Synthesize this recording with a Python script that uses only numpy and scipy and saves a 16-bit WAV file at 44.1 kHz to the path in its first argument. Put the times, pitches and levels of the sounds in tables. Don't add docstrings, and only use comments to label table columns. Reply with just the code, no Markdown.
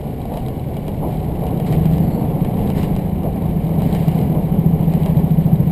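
import sys
import numpy as np
from scipy import signal
from scipy.io import wavfile
from scipy.ndimage import uniform_filter1d

SR = 44100
rng = np.random.default_rng(int(sys.argv[2]) if len(sys.argv) > 2 else 0)


def decibels_to_gain(level_db):
    exponent = np.asarray(level_db, float) / 20
    return 10 ** exponent


def put_to_file(sound):
    columns = np.atleast_2d(sound).T
    safe = np.clip(columns, -1, 1)
    whole_steps = np.round(safe * 32767)
    wavfile.write(sys.argv[1], SR, whole_steps.astype(np.int16))


N = 251811


def evened(x):
    return x / np.sqrt(np.mean(x ** 2) + 1e-20)


def curve(rows, s):
    t, *columns = np.transpose(rows)
    return [np.interp(s, t, c) for c in columns]


def read(points, hz):
    f, level_db = np.transpose(points)
    return np.interp(np.log(hz + 1), np.log(f + 1), level_db, -120, -120)


def drift(rate_hz):
    return evened(signal.lfilter(*signal.butter(2, rate_hz, fs=SR), rng.standard_normal(N)))


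def noise(points, size, patchy_db, tilt_db=None):
    hop = size // 4
    frames = N // hop + 5
    hz = np.fft.rfftfreq(size, 1 / SR)
    real, imag, patches = rng.standard_normal((frames, len(hz), 3)).T
    patches = uniform_filter1d(patches, size=6, axis=0)
    patches = evened(uniform_filter1d(patches, size=8, axis=1))
    level_db = read(points, hz)[:, None] + patchy_db * patches
    if tilt_db is not None:
        above_knee = np.clip((hz[:, None] - 2800) / 1000, 0, 1)
        level_db += above_knee * tilt_db[np.minimum(np.arange(frames) * hop, N - 1)]
    spectra = (real + 1j * imag) * decibels_to_gain(level_db)
    return evened(signal.istft(spectra, nperseg=size, noverlap=size - hop)[1][:N])


def resonate(x, hz, width_hz):
    b, a = signal.iirpeak(hz, hz / width_hz, SR)
    return signal.lfilter(b, a, signal.lfilter(b, a, x))


def ring(hz, t60_s, rise_s=.0002):
    t = np.arange(4000) / SR
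    return decibels_to_gain(-60 * t / t60_s) * (1 - np.exp(-t / rise_s)) * np.sin(2 * np.pi * hz * t)


# time_s, cycle_hz (four-stroke cycles)
ENGINE_SPEED = [(0.0, 10.802), (0.9, 11.237), (1.3, 11.515), (1.55, 11.887), (1.75, 12.796), (1.95, 13.548),
                (2.15, 14.381), (2.35, 15.112), (2.47, 15.005), (2.6, 14.131), (2.8, 13.757), (3.2, 13.726),
                (3.7, 13.685), (4.1, 13.705), (4.45, 13.786), (4.7, 13.772), (5.1, 13.821), (5.71, 13.872)]
# time_s, effort_db, lope_db
ENGINE_LOAD = [(0, -85, -62), (1.42, -26, -44), (1.6, -26, -38), (1.7, -17.5, -32), (1.9, -14.5, -33.5),
               (2.02, -14.5, -34), (2.14, -21, -32), (2.4, -19, -30), (2.7, -21, -42.5), (3, -22, -43),
               (3.3, -22.5, -50), (3.7, -20, -36.5), (4.1, -16, -33), (4.4, -19, -32), (4.65, -13.7, -30),
               (5, -15.5, -28.5), (5.35, -13.5, -27.3), (5.71, -16.3, -26.8)]
# order (per cycle), level_db, boom_share
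FIRING_ORDERS = [(6, -31, .2), (12, -20, 1), (18, -42, .3)]
# order (per cycle), level_db
UNEVEN_ORDERS = [(5, -9), (7, -7), (8, -4), (9, 0), (10, 1), (13, -4), (15, -8)]


def engine(s):
    cycle_hz = curve(ENGINE_SPEED, s)[0]
    turns = np.cumsum(cycle_hz) / SR
    effort_db, lope_db = curve(ENGINE_LOAD, s)
    firing_turn, uneven_turn, drive_turn = .19, .655, .269

    def floor_db(k):
        floor_hz, width_hz = 153.6, 9.5
        return -10 * np.log10(1 + ((k * cycle_hz - floor_hz) / width_hz) ** 2)

    def order(k, place, db):
        level = np.sqrt(2) * decibels_to_gain(db + .9 * drift(8))
        return level * np.cos(2 * np.pi * k * (turns + place) + .18 * drift(7))

    boom_db = effort_db + floor_db(12)
    panel_db = lope_db + 8 + floor_db(11)
    uneven_db = -30 + 0.62 * (lope_db + 30)
    slip_db = -30 * np.maximum(cycle_hz - 14.4, 0)
    drive_db = -25.4 + .27 * (effort_db + 21) + slip_db
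    out = sum(order(k, firing_turn, db + share * (boom_db + 20.5)) for k, db, share in FIRING_ORDERS)
    out -= sum(order(k, uneven_turn, db + uneven_db) for k, db in UNEVEN_ORDERS)
    out -= order(11, uneven_turn, panel_db)
    return out + order(14, drive_turn, drive_db) + order(16, drive_turn, drive_db - 9.5)


# peak_s, lift_db, rise_s, fall_s
SWAY_LIFTS = [(0.358, 3, 0.053, 0.054), (1.12, 2.5, 0.042, .12), (1.46, 1.5, .03, 0.053),
              (1.67, 6.5, 0.017, 0.13), (1.92, 4.5, 0.016, 0.057), (5.4, 1, .08, .1), (2.68, 3, 0.091, .04),
              (2.785, 7.5, .035, 0.095), (3.0, 3, 0.047, .08), (3.951, 5.5, 0.16, 0.24),
              (4.2, 3, 0.047, 0.027), (5.04, 2, 0.2, 0.19)]


def sway(s):
    return sum(db * np.exp(-((s - t) / np.where(s < t, rise_s, fall_s)) ** 2)
               for t, db, rise_s, fall_s in SWAY_LIFTS)


# time_s, level_db
TRACK_ROUGHNESS = [(0, -4), (1.0, -3), (1.5, -1), (2.0, 1), (2.8, 0.5), (3.1, -3), (3.6, -0.5), (4.5, -0.5),
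                   (5.71, -1.5)]
# freq_hz, density_db (per Hz)
CHASSIS_SPECTRUM = [(7.1, -49), (12, -12.5), (75, -5.5), (102, -13.5), (130, -3), (170, -13.5), (290, -120)]
# freq_hz, density_db (per Hz)
BODY_SPECTRUM = [(60, -41.5), (100, -16), (160, -6.5), (230, -11.5), (300, -15), (400, -19), (600, -23),
                 (780, -24.5), (950, -31), (1100, -37), (1200, -47), (1300, -44.5), (1700, -60.5)]
# freq_hz, width_hz, level_db
WALL_PANELS = [(433.6, 70, -8), (557, 94, -10.5), (733.6, 120, -9.5)]


def rolling(s):
    track_db = curve(TRACK_ROUGHNESS, s)[0]
    bass_db = -24.5 + 0.6 * track_db + .25 * sway(s)
    body_db = -25 + track_db + .3 * sway(s)
    body = noise(BODY_SPECTRUM, size=1024, patchy_db=0.5)
    body += sum(decibels_to_gain(db - 6.5) * evened(resonate(rng.standard_normal(N), hz, width_hz))
                for hz, width_hz, db in WALL_PANELS)
    lumps_db = 0.96 * drift(10.5)
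    bass = noise(CHASSIS_SPECTRUM, size=4096, patchy_db=0.9)
    return decibels_to_gain(bass_db) * bass + decibels_to_gain(body_db + 2.5 + lumps_db) * body


# start_s, level_db, length_s
RAIL_JOINTS = [(.31, -27, .09), (1.018, -23, .1), (1.42, -26, .05), (2.17, -28, .1), (3.236, -25, .07),
               (4.35, -24.5, .065), (5.058, -25, .05), (5.465, -28, .04)]
# freq_hz, density_db (per Hz)
JOINT_SPECTRUM = [(120, -38), (250, -2), (400, -5), (700, -3), (900, -11.5), (1100, -19.5), (1300, -37.5),
                  (1700, -62)]


def joints(s):
    shape = 0
    for t, db, length_s in RAIL_JOINTS:
        attack = np.clip((s - t) / .004, 0, 1)
        shape = shape + decibels_to_gain(db) * attack * np.exp(-np.maximum((s - t) / length_s, 0) ** 2)
    return decibels_to_gain(1.05) * shape * noise(JOINT_SPECTRUM, size=512, patchy_db=-1.5)


# start_s, peak_db
SASH_CLACKS = [(0.2533, -38), (0.3706, -33), (0.4823, -34), (0.7667, -35), (0.8794, -33), (1.4656, -35),
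               (1.5983, -34), (1.7235, -30), (1.8542, -32), (1.9809, -33), (2.4463, -34), (2.5696, -41),
               (2.7003, -30), (2.83, -30), (2.9622, -31), (3.2311, -40), (3.3583, -42), (3.691, -40),
               (3.8187, -33), (3.9479, -28), (4.0806, -30), (4.2128, -35), (4.811, -41), (4.9362, -31),
               (5.0589, -29), (5.1921, -41), (5.465, -43)]
# start_s, peak_db
LATCH_TICKS = [(0.2159, -38), (0.3386, -37), (0.4618, -36), (0.595, -38), (0.7412, -42), (1.1697, -39),
               (1.4376, -38), (1.507, -41), (1.5738, -37), (1.8402, -40), (2.2503, -43), (2.4074, -39),
               (2.5411, -39), (2.6733, -36), (2.9507, -38), (3.0954, -42), (3.3303, -45), (3.4206, -41),
               (3.4555, -46), (3.6666, -39), (3.7863, -40), (3.9255, -30), (4.1879, -36), (4.4548, -42),
               (4.8968, -39), (5.0325, -35), (5.1696, -35), (5.3058, -39), (5.4425, -41), (5.5568, -37)]
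# freq_hz, level_db, t60_s
FRAME_MODES = [(1840, -2, 0.097), (2350, -5, 0.047), (2836, 4, 0.094), (3165, 13.5, 0.024)]


def clacks():
    out = np.zeros(N + 8000)
    luck = rng.uniform(-1.16, 1, (len(SASH_CLACKS), 8))
    contact = np.zeros(4000)
    contact[0] = 8.5
    snap = signal.lfilter(*signal.butter(2, [2600, 7000], "band", fs=SR), contact)
    snap += .5 * ring(4950, .011) + .2 * ring(5800, .006)
    snap += 2.4 * ring(2400, .007, rise_s=.0005) + .8 * ring(4050, .013) + .5 * ring(3200, .006)
    blow = ring(670, .014, rise_s=.0007)
    for (t, db), r in zip(SASH_CLACKS, luck):
        frame = sum(decibels_to_gain(mode_db + 3 * q) * ring(hz * (1 + 0.026 * q), t60_s, rise_s=0.0018)
                    for (hz, mode_db, t60_s), q in zip(FRAME_MODES, r))
        knock = ring(430 * (1 + 0.14 * r[6]), 0.14, rise_s=0.0023)
        knock += 0.33 * ring(760 * (1 + 0.15 * r[7]), 0.12, rise_s=0.0033)
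        sound = decibels_to_gain(-1) * snap + decibels_to_gain(-14.5) * frame + decibels_to_gain(8) * knock
        sound += decibels_to_gain(19 - .5 * (db + 32)) * blow
        out[round((t + .0013) * SR):][:len(sound)] += decibels_to_gain(db) * sound
    for (t, db), r in zip(LATCH_TICKS, rng.uniform(-1.8, 1, (len(LATCH_TICKS), 2))):
        sound = ring(3890 * (1 + .02 * r[0]), .016, rise_s=.0004)
        sound += 1.5 * ring(3200 * (1 + .04 * r[1]), .008) + .8 * ring(2450, .007)
        out[round((t + .001) * SR):][:len(sound)] += decibels_to_gain(db + 1) * sound
    return out[:N]


# freq_hz, density_db (per Hz)
BUZZ_SPECTRUM = [(650, -30), (1100, 1.5), (1240, -25.5), (1540, -11), (2220, -4.5), (2600, -12.5),
                 (2970, -8.5), (3450, -15.5), (3950, -13), (4360, -18.5), (5020, -20), (6000, -29),
                 (7800, -59.5), (13200, -120)]
# time_s, level_db
SQUEAL_LEVEL = [(1.96, -80), (2.03, -60), (2.14, -57), (2.22, -61), (2.27, -80)]


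def rattle(s):
    after = sum(decibels_to_gain(db + 31) * (s > t) * np.exp(-abs(s - t) / .025) for t, db in SASH_CLACKS)
    after_db = 10 * np.log10(1 + after)
    growth_db = 0.22 * (s - 3)
    shake_db = -50.5 + 0.58 * curve(TRACK_ROUGHNESS, s)[0] + sway(s) + after_db + growth_db
    drowned_db = 1.1 * np.minimum(s, 2.5)
    bright_db = .5 * sway(s) - .8 * after_db - drowned_db
    buzz = noise(BUZZ_SPECTRUM, size=256, patchy_db=0.3, tilt_db=bright_db - np.median(bright_db))
    buzz = buzz * decibels_to_gain(1.4 * drift(55))

    taps_per_s = 160
    hits = decibels_to_gain(2.9 * np.minimum(rng.exponential(1, N), 4)) * (rng.random(N) < taps_per_s / SR)
    modes = [*FRAME_MODES, (3950, -6.5, 0.024)]
    part = rng.integers(0, len(modes), N)
    taps = 0
    for k, (hz, db, t60_s) in enumerate(modes):
        tap = decibels_to_gain(db) * ring(hz, 0.083 * t60_s, rise_s=0.00031)
        taps = taps + signal.oaconvolve(hits * (part == k), tap)[:N]

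    squeal = sum(decibels_to_gain(db) * evened(resonate(rng.standard_normal(N), hz, 70))
                 for hz, db in [(4330, -7), (4480, -5), (4700, -8), (4100, -7)])
    tone = np.sin(2 * np.pi * 4335 * s + 1.1 * drift(15))
    squeal += 1.1 * np.exp(-((s - 2.135) / .07) ** 2) * tone
    chatter = decibels_to_gain(shake_db + 2.5) * (buzz + decibels_to_gain(-11.5) * evened(taps))
    return chatter + squeal * decibels_to_gain(curve(SQUEAL_LEVEL, s)[0])


# freq_hz, width_hz, level_db
WHINE_LINES = [(1452, 40, -66), (2295, 70, -63)]


def whines():
    return sum(decibels_to_gain(db) * evened(resonate(rng.standard_normal(N), hz, width_hz))
               for hz, width_hz, db in WHINE_LINES)


def scene():
    s = np.arange(N) / SR
    return (engine(s) + rolling(s) + joints(s) + rattle(s) + clacks() + whines())[None]


def top_cut(x):
    return signal.sosfilt(signal.butter(12, 16430, fs=SR, output="sos"), x)


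def record(dry):
    held_rate_hz, hold, hiss_db, edge_hz = 12000, 4, -67, 15500
    longer = np.pad(dry, ((0, 0), (0, 2000)), "reflect")
    longer = longer + decibels_to_gain(hiss_db) * rng.standard_normal(longer.shape)
    common = np.gcd(held_rate_hz, SR)
    coarse = signal.resample_poly(longer, held_rate_hz // common, SR // common, axis=1,
                                  window=("kaiser", 8))
    held = np.repeat(coarse, hold, axis=1)
    common = np.gcd(held_rate_hz * hold, SR)
    out = signal.resample_poly(held, SR // common, held_rate_hz * hold // common, axis=1)
    lowpass = signal.firwin(301, edge_hz, window=("kaiser", 6), fs=SR)
    out = signal.oaconvolve(out, lowpass[None], "same")
    return top_cut(out[:, 1:N + 1])


dry = scene()
out = record(dry)
put_to_file(out)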